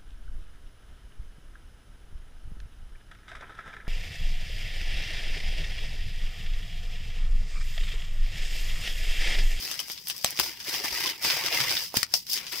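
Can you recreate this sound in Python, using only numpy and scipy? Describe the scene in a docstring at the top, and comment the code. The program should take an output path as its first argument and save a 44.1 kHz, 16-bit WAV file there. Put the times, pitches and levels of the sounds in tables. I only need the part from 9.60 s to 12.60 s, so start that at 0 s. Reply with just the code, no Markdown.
"""A sheet of bubble wrap crackles as two hands pinch, gather and wring it near a stereo microphone.
The film buckles in thousands of tiny clicks that follow the grip, and single creases snap as they flip.
Five bubbles burst with a sharp crack that the small room answers; the microphone rings near 5 kHz.
Short hollow knocks and one high ring of a snapping fold join in, over the room's faint rumble and hiss."""
import sys
import numpy as np
from scipy import signal
from scipy.fft import rfft, irfft
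from scipy.io import wavfile
from scipy.ndimage import uniform_filter1d

SR = 44100
rng = np.random.default_rng(int(sys.argv[2]) if len(sys.argv) > 2 else 0)


def master(y):
    """Save y as 16-bit WAV."""
    cut = np.clip(np.atleast_2d(y).T, -1, 1)
    pcm = np.round(cut * 32767)  # scale
    wavfile.write(sys.argv[1], SR, pcm.astype(np.int16))


N = 132300  # 3 seconds

# How hard the hands work the sheet. Each row: time in seconds, dull level in dB, crisp level in dB.
GRIP = [(0, -45.5, -34.5), (0.04, -39.5, -31), (0.12, -41.5, -35), (0.18, -45.5, -39.5), (0.204, -44, -35),
        (0.26, -51.5, -44), (0.32, -53.5, -34), (0.36, -50, -43.5), (0.44, -60.5, -46.5), (0.5, -50, -34),
        (0.54, -50.5, -42), (0.62, -53, -39.5), (0.669, -39, -32.5), (0.75, -46, -42), (0.82, -36, -26.5),
        (0.89, -39.5, -34.5), (0.96, -48, -46), (1.04, -47, -40.5), (1.089, -33, -28.5), (1.114, -36, -33),
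        (1.148, -30.5, -27), (1.23, -39.5, -37), (1.249, -30.5, -28), (1.31, -36.5, -33.5),
        (1.34, -33, -29.5), (1.46, -30.5, -28.5), (1.506, -30, -29), (1.525, -37.5, -40),
        (1.56, -43.5, -44), (1.601, -47.5, -45), (1.64, -29.5, -24.5), (1.71, -26, -26),
        (1.82, -31.5, -31.5), (1.87, -26.5, -30), (1.902, -35, -34), (1.94, -26, -27), (2.01, -30.5, -26.5),
        (2.06, -30, -30.5), (2.118, -29, -27), (2.24, -41.5, -31.5), (2.29, -55, -40.5), (2.33, -49, -47.5),
        (2.361, -33, -25.5), (2.42, -45, -33.5), (2.47, -55, -54), (2.519, -52, -44.5), (2.554, -43, -23.5),
        (2.62, -58, -44.5), (2.66, -64, -51.5), (2.685, -48, -35.5), (2.72, -44.5, -24.5),
        (2.77, -37.5, -29), (2.82, -41.5, -42), (2.875, -43.5, -42.5), (2.905, -52, -40),
        (2.929, -34, -33.5), (3.0, -41.5, -32)]
# The tone of the sheet's dull body. Each row: frequency in Hz, level in dB.
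DULL_TONE = [(30, -17), (120, -8.5), (230, -10.5), (385, -3.5), (540, -8.5), (1000, -2.5), (1300, -6.5),
             (1750, -1.5), (2050, 4.5), (2350, 0.5), (2850, 0.5), (3500, -5.5), (4300, -8.5), (7000, -60.5)]
# The tone of the crisp crackle, with the microphone's ring near 5 kHz.
# Each row: frequency in Hz, level in dB.
CRISP_TONE = [(1000, -47.5), (3000, -10.5), (4200, -9.5), (4850, 3), (5400, 1), (6200, -7.5), (7200, -12.5),
              (10800, -14), (12000, -11), (15500, -8)]


def crinkle():
    """The same buckles make a dull crumple and a crisp crackle, as hard as the hands work the sheet."""
    times, dull_db, crisp_db = np.transpose(GRIP)
    shared, apart = buckles()
    out = np.zeros((2, N))
    # A width of 0 is what both sides share; at 1, left and right each hear their own sound.
    for tone, db, width in (DULL_TONE, dull_db - 3.5, 0.22), (CRISP_TONE, crisp_db - 1, 0.96):
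        clicks = np.sqrt(1 - width) * shared + np.sqrt(width) * apart
        loudness = amp(np.interp(np.arange(N) / SR, times, db))
        out += unit(convolve(clicks, ring(tone))) * loudness
    out = folds(out)
    return out + amp(-11) * room(out)


def buckles(facets=24, size=128):
    """Tiny flat patches of film (facets) click in clumps: what both sides share, and what each hears."""
    clicks_per_s, clump_s, decay_s, max_lag_s = 4500, 0.005, 0.00027, 0.00007
    clumps = unit(uniform_filter1d(rng.standard_normal(N), round(clump_s * SR)))
    strength = amp(1.7 * np.minimum(rng.exponential(1, N), 5) + 1.8 * clumps)
    clicks = strength * rng.choice([-1, 1], N) * (rng.random(N) < clicks_per_s / SR)
    clicks /= np.sqrt(abs(uniform_filter1d(clicks ** 2, 1500)) + 1e-9)  # even out slow swells
    facet_of_click = rng.integers(0, facets, N)
    t, hz = np.arange(size) / SR, np.fft.rfftfreq(size, 1 / SR)
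    tones = rfft(rng.standard_normal((facets, 3, size)) * np.exp(-t / decay_s))
    tones /= np.sqrt((abs(tones) ** 2).mean(0))
    lags = (2 * rng.random(facets) - 1) * max_lag_s  # each facet reaches one side first
    out = np.zeros((4, N))
    for k, lag in enumerate(lags):
        delays = (max_lag_s + np.array([[lag], [-lag]])) / 2
        shared = tones[k, 0] * np.exp(-2j * np.pi * hz * delays)
        shapes = irfft(np.vstack([shared, tones[k, 1:]]))
        out += signal.oaconvolve((clicks * (facet_of_click == k))[None], shapes, axes=1)[:, :N]
    return out[:2], out[2:]


def folds(x):
    """The folds of the sheet form small hollows whose ringing pitches keep shifting."""
    depth_db, width_hz, shift_s, top_hz = 4.8, 170, 0.02, 3140
    hz, t, spectrum = signal.stft(x, SR, nperseg=512, noverlap=384)
    ripple = uniform_filter1d(rng.standard_normal(spectrum.shape[1:]), round(width_hz / hz[1]), axis=0)
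    ripple = unit(uniform_filter1d(ripple, round(shift_s / t[1]), axis=1))
    gain = amp(depth_db * ripple / (1 + (hz[:, None] / top_hz) ** 2))
    gain /= np.sqrt((gain ** 2).mean(1, keepdims=True))
    return signal.istft(spectrum * gain, SR, nperseg=512, noverlap=384)[1][:, :N]


# Where the sheet is held. Each row: time in seconds, left over right in dB.
SHEET_PAN = [(0, 3), (.55, 4.5), (.72, 1.5), (1.05, 2.5), (1.6, 1), (2.28, 1.8), (2.35, -2), (2.45, -2),
             (2.85, 5.5)]


def sheet_pan():
    """Left and right gains as the sheet moves between the hands."""
    return pan(np.interp(np.arange(N) / SR, *np.transpose(SHEET_PAN)))


# Short sharp clicks: creases snapping, and one distinct echo of the first burst. Each row: start in
# seconds, level in dB, bass boost in dB, treble boost in dB, fade time of the flutter in seconds.
SNAPS = [(0.1138, -25.5, -3, 3.5, 0.0028), (0.1423, -33.5, 7, 6, 0.00023), (0.1918, -26.5, -6, 1, 0.0047),
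         (0.201, -29, 14.5, 17, 0.00085), (0.2836, -36, 3, 11, 0.00045), (0.2999, -31.5, 10, 0, 0.0014),
         (0.319, -33, -7, 13, 0.00043), (0.3772, -35.5, -15, -10, .003), (.472, -29.5, -1, 3.5, 0.0014),
         (0.4843, -25.5, -4, 21, 0.0017), (.4995, -25, -11, -7, 0.00074), (0.502, -26.5, 3, 16, 0.0028),
         (0.5643, -34.5, -14, 10.5, 0.0011), (0.5804, -32, -8, 22, 0.00037),
         (0.6606, -24.5, -5, -8, 0.00051), (0.7067, -28, -2, 15, 0.0012), (0.7653, -37, -6, -3, .0005),
         (0.7738, -31, -2, -3, 0.0026), (0.7911, -21.5, 8, 0, 0.00049), (.797, -18, -3, 9, 0.00079),
         (1.002, -32.5, -3, -2, 0.0056), (1.0284, -41, 2, 5, 0.0007), (1.0909, -33.5, 6, 4, 0.00097),
         (1.1335, -33, -9, 0, .0006), (1.142, -27.5, -13, -15, .0004), (1.2385, -34.5, -9.5, 19.5, 0.0011),
         (1.2439, -25.5, 20.5, 11, 0.0038), (1.46, -24, 3, -10, 0.0013), (1.6274, -30, -12, 9, 0.00084),
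         (1.6488, -20.5, 10.5, 2.5, 0.005), (1.669, -29, -18, -5.5, 0.00028),
         (1.7008, -19.5, -8, -11, 0.0013), (1.732, -31, -9, -14, 0.0005), (1.862, -21, -8, -2, 0.0031),
         (1.9264, -23, -19, -25, 0.0015), (1.9473, -25.5, -2, -1, 0.00083), (2.004, -19.5, 0, -6, 0.0031),
         (2.012, -23.5, 1, -6, 0.00084), (2.0947, -24, -9, -1, 0.0018), (2.1085, -23, -15, -5.5, 0.00035),
         (2.1686, -21, -15, -36, 0.0019), (2.3423, -30.5, 21, 14, 0.0013), (2.367, -22, 9, 6, 0.0021),
         (2.3784, -25.5, 16, 21, 0.0013), (2.5384, -27, 2, 0, 0.0026), (2.6677, -36, -21, 2, 0.0016),
         (2.7335, -21, -14, 2.5, .0001), (2.7762, -28.5, -11, -10, 0.00031),
         (2.8676, -32.5, -17, -6, 0.0023), (2.8815, -37, -16, -2, 0.00106), (2.924, -30.5, -8, 6, 0.0026)]
# The tone of a snap, with the microphone's ring near 5 kHz. Each row: frequency in Hz, level in dB.
SNAP_TONE = [(20, -32), (120, -11), (400, -11.5), (1000, -9.5), (2000, -4.5), (3100, -1), (4100, -4.5),
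             (5000, 4), (6000, -0.5), (7300, -11.5), (10500, -10), (15000, -11.5)]


def snaps():
    """Sharp clicks with a short flutter: creases flipping over, and one echo of the first burst."""
    out = np.zeros((2, N))
    for start_s, db, bass_db, treble_db, decay_s in SNAPS:
        click = convolve(crack(decay_s, hiss=2.1), ring(SNAP_TONE, bass_db, treble_db))
        add(out, start_s, at_level(click, db))
    return out + amp(-4) * room(out)


# Bubbles that burst. Each row: start in seconds; then in dB the level, bass boost, treble boost,
# left over right, bounce and share sent to the room; air note in Hz, its level in dB, ping boost in dB.
POPS = [(0.6455, -12, -1.5, 6, 4, -2, -16, 810, -30.5, -4),
        (0.7991, -14, 6, 5, 12, -3.5, -16, 364, -31.5, -5),
        (2.3702, -12.5, -3, 9, 3, 0, -17, 203, -29.5, -2),
        (2.4304, -15, -3.5, 3.5, 8.5, -3.5, -14.5, 1960, -30, 1),
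        (2.5391, -11, -10, 4.5, 9, 2.5, -12, 683, -31.5, 6)]
# The tone of a burst, with the microphone's ring near 5 kHz. Each row: frequency in Hz, level in dB.
POP_TONE = [(20, -16), (80, -6.5), (200, -5.5), (480, -11), (1000, -6), (1600, -7), (2800, -6.5),
            (4000, -3.5), (4900, 2), (5800, -6.5), (7200, -12), (10000, -16), (15000, -14.5)]
# Single echoes off the walls. Each row: delay in seconds, level in dB.
ECHOES = [(0.0166, -9), (0.0351, -14.5)]
# The tone of what the walls send back. Each row: frequency in Hz, level in dB.
ECHO_TONE = [(100, -5), (1500, -3), (3500, -4.5), (5800, 0), (7500, -3), (15000, -5)]


def pops():
    """A bubble splits: a crack with a hollow note and a bright ping, a nearby bounce, then the room."""
    decay_s, bounce_s, ping_hz, ping_octaves = 0.0007, 0.0016, 5370, 0.16
    out, to_room = np.zeros((2, N)), np.zeros((2, N))
    hz = np.geomspace(20, SR / 2, 300)
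    ping = np.exp(-(np.log2(hz / ping_hz) / ping_octaves) ** 2)
    for start_s, db, bass_db, treble_db, pan_db, bounce_db, room_db, note_hz, note_db, ping_db in POPS:
        tone = np.column_stack([hz, read(POP_TONE, hz) + ping_db * ping])
        burst = crack(decay_s, hiss=1.7)
        add(burst, bounce_s, amp(bounce_db) * crack(decay_s, hiss=1.7))
        burst = convolve(burst, ring(tone, bass_db, treble_db))
        burst = at_level(burst * pan(pan_db), db)
        note = short_note(note_hz, decay_s=0.001, size=burst.shape[1])
        burst += at_level(note * pan(pan_db), note_db)
        add(out, start_s, burst)
        add(to_room, start_s, amp(room_db) * burst)
    to_room = amp(0.5) * convolve(to_room, ring(ECHO_TONE))
    for delay_s, db in ECHOES:
        add(out, delay_s, amp(db) * to_room)
    return out + room(to_room)


def crack(decay_s, hiss, size=2048):
    """A sharp spike and a short flutter of film whose treble differs between left and right."""
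    hz = np.fft.rfftfreq(size, 1 / SR)
    shared = 0.76 / (1 + (hz / 1900) ** 2)
    noise = rfft(rng.standard_normal((3, size)))
    flutter = irfft(np.sqrt(shared) * noise[0] + np.sqrt(1 - shared) * noise[1:])
    flutter *= np.exp(-np.arange(size) / SR / decay_s)
    flutter *= hiss / np.linalg.norm(flutter, axis=1, keepdims=True)
    flutter[:, 0] = 1  # the spike
    return flutter


# Knocks and one ringing fold. Each row: start in seconds, level in dB, pitch in Hz,
# fade time in seconds, left over right in dB.
RINGING_NOTES = [(.1926, -28.5, 3030, 0.00085, 3), (0.801, -40, 60, 0.0097, 15),
                 (1.315, -37.5, 66.6, 0.012, 5), (1.452, -31.5, 1027, .004, 0),
                 (2.004, -33.5, 138, 0.011, 9), (2.342, -32, 804, 0.00045, -10),
                 (2.371, -33, 121, 0.004, 16.5)]


def ringing_notes():
    """Short ringing notes: low knocks and one high ring of a snapping fold."""
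    out = np.zeros((2, N))
    for start_s, db, hz, decay_s, pan_db in RINGING_NOTES:
        add(out, start_s, at_level(short_note(hz, decay_s) * pan(pan_db), db))
    return out + amp(-4) * room(out)


def short_note(hz, decay_s, size=4096):
    """One pitch that swells quickly and dies away."""
    t = np.arange(size) / SR
    return np.sin(2 * np.pi * hz * t) * t * np.exp(-t / decay_s)


# How long the room rings. Each row: frequency in Hz, seconds to fade by 60 dB.
ROOM_FADE = [(100, 0.092), (500, 0.059), (2000, 0.071), (5000, 0.065), (15000, 0.029)]
# The tone of the room's ring. Each row: frequency in Hz, level in dB.
ROOM_TONE = [(100, -5), (1200, 7), (2500, 5), (4000, 7.5), (5200, 4.5), (7500, 9.5), (15000, 1)]


def room(x, size=16384):
    """The small room sends back scattered reflections, each frequency fading at its own speed."""
    reflections_per_s, gap_s = 4000, 0.0047
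    reflections = rng.choice([-1., 1.], (2, size)) * (rng.random((2, size)) < reflections_per_s / SR)
    hz, t, spectrum = signal.stft(reflections, SR, nperseg=256)
    fade = amp(read(ROOM_TONE, hz)[:, None] - 60 * t / read(ROOM_FADE, hz)[:, None])
    tail = signal.istft(spectrum * fade, SR, nperseg=256)[1]
    tail /= np.linalg.norm(tail, axis=1, keepdims=True)
    return convolve(x, np.pad(tail, ((0, 0), (round(gap_s * SR), 0))))


# The tone of the room's own noise. Each row: frequency in Hz, level in dB.
RUMBLE_TONE = [(20, -10), (60, 2.5), (100, 0), (140, 2.5), (200, 0.5), (300, -8.5), (500, -14), (1500, -38),
               (5000, -28), (8000, -32), (15000, -15)]


def room_rumble():
    """Faint steady rumble and hiss of the room, mostly the same on both sides."""
    noise = rng.standard_normal((3, N))
    rumble = convolve(noise[:1] + 0.3 * noise[1:], ring(RUMBLE_TONE))
    return amp(-59.5) * pan(-0.5) * unit(rumble)


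def ring(tone, bass_db=0, treble_db=0, size=2048):
    """How one click rings with a given tone, with the bass and treble turned up or down."""
    bass_hz, treble_hz = 1360, 6760
    hz = abs(np.fft.fftfreq(size, 1 / SR))
    db = read(tone, hz) + bass_db / (1 + (hz / bass_hz) ** 4)
    db += treble_db / (1 + (treble_hz / (hz + 1)) ** 6)
    spectrum = np.exp(np.conj(signal.hilbert(np.log(amp(db)))))  # packs the energy at the start
    taps = np.fft.ifft(spectrum).real
    return taps / np.linalg.norm(taps)


def amp(db):
    """Turns decibels into a gain."""
    return 10 ** (np.asarray(db) / 20)


def unit(x):
    """Scales a sound to an average power of 1."""
    return x / np.sqrt(np.mean(x ** 2) + 1e-20)


def at_level(sound, db):
    """Sets a click's level as if all its energy fell within 3 ms."""
    return amp(db) * sound * np.sqrt(0.003 * SR / (sound ** 2).sum(1).mean())


def read(points, hz):
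    """Looks up a table between its rows, on a scale of octaves."""
    row_hz, value = np.transpose(points)
    return np.interp(np.log(hz + 1), np.log(row_hz + 1), value)


def pan(db):
    """Left and right gains, with the left louder by db."""
    return amp(np.vstack([db, -db]) / 2)


def add(mix, start_s, sound):
    """Mixes a stereo sound in at its start time."""
    part = mix[:, round(start_s * SR):][:, :sound.shape[1]]
    part += sound[:, :part.shape[1]]


def convolve(x, taps):
    """Filters each channel and keeps its length."""
    return signal.fftconvolve(x, np.atleast_2d(taps), axes=1)[:, :x.shape[1]]


def scene():
    """Crinkling, snaps, ringing notes and bursts over the quiet room."""
    sheet = (crinkle() + snaps()) * sheet_pan()
    return sheet + ringing_notes() + pops() + room_rumble()


def record(dry):
    """Rounds off the loudest cracks, then cuts the treble above 15700 Hz."""
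    lowpass = signal.firwin(255, 15700, window=("kaiser", 9), fs=SR)
    return signal.oaconvolve(np.tanh(dry), lowpass[None], "same")


dry = scene()
out = record(dry)
master(out)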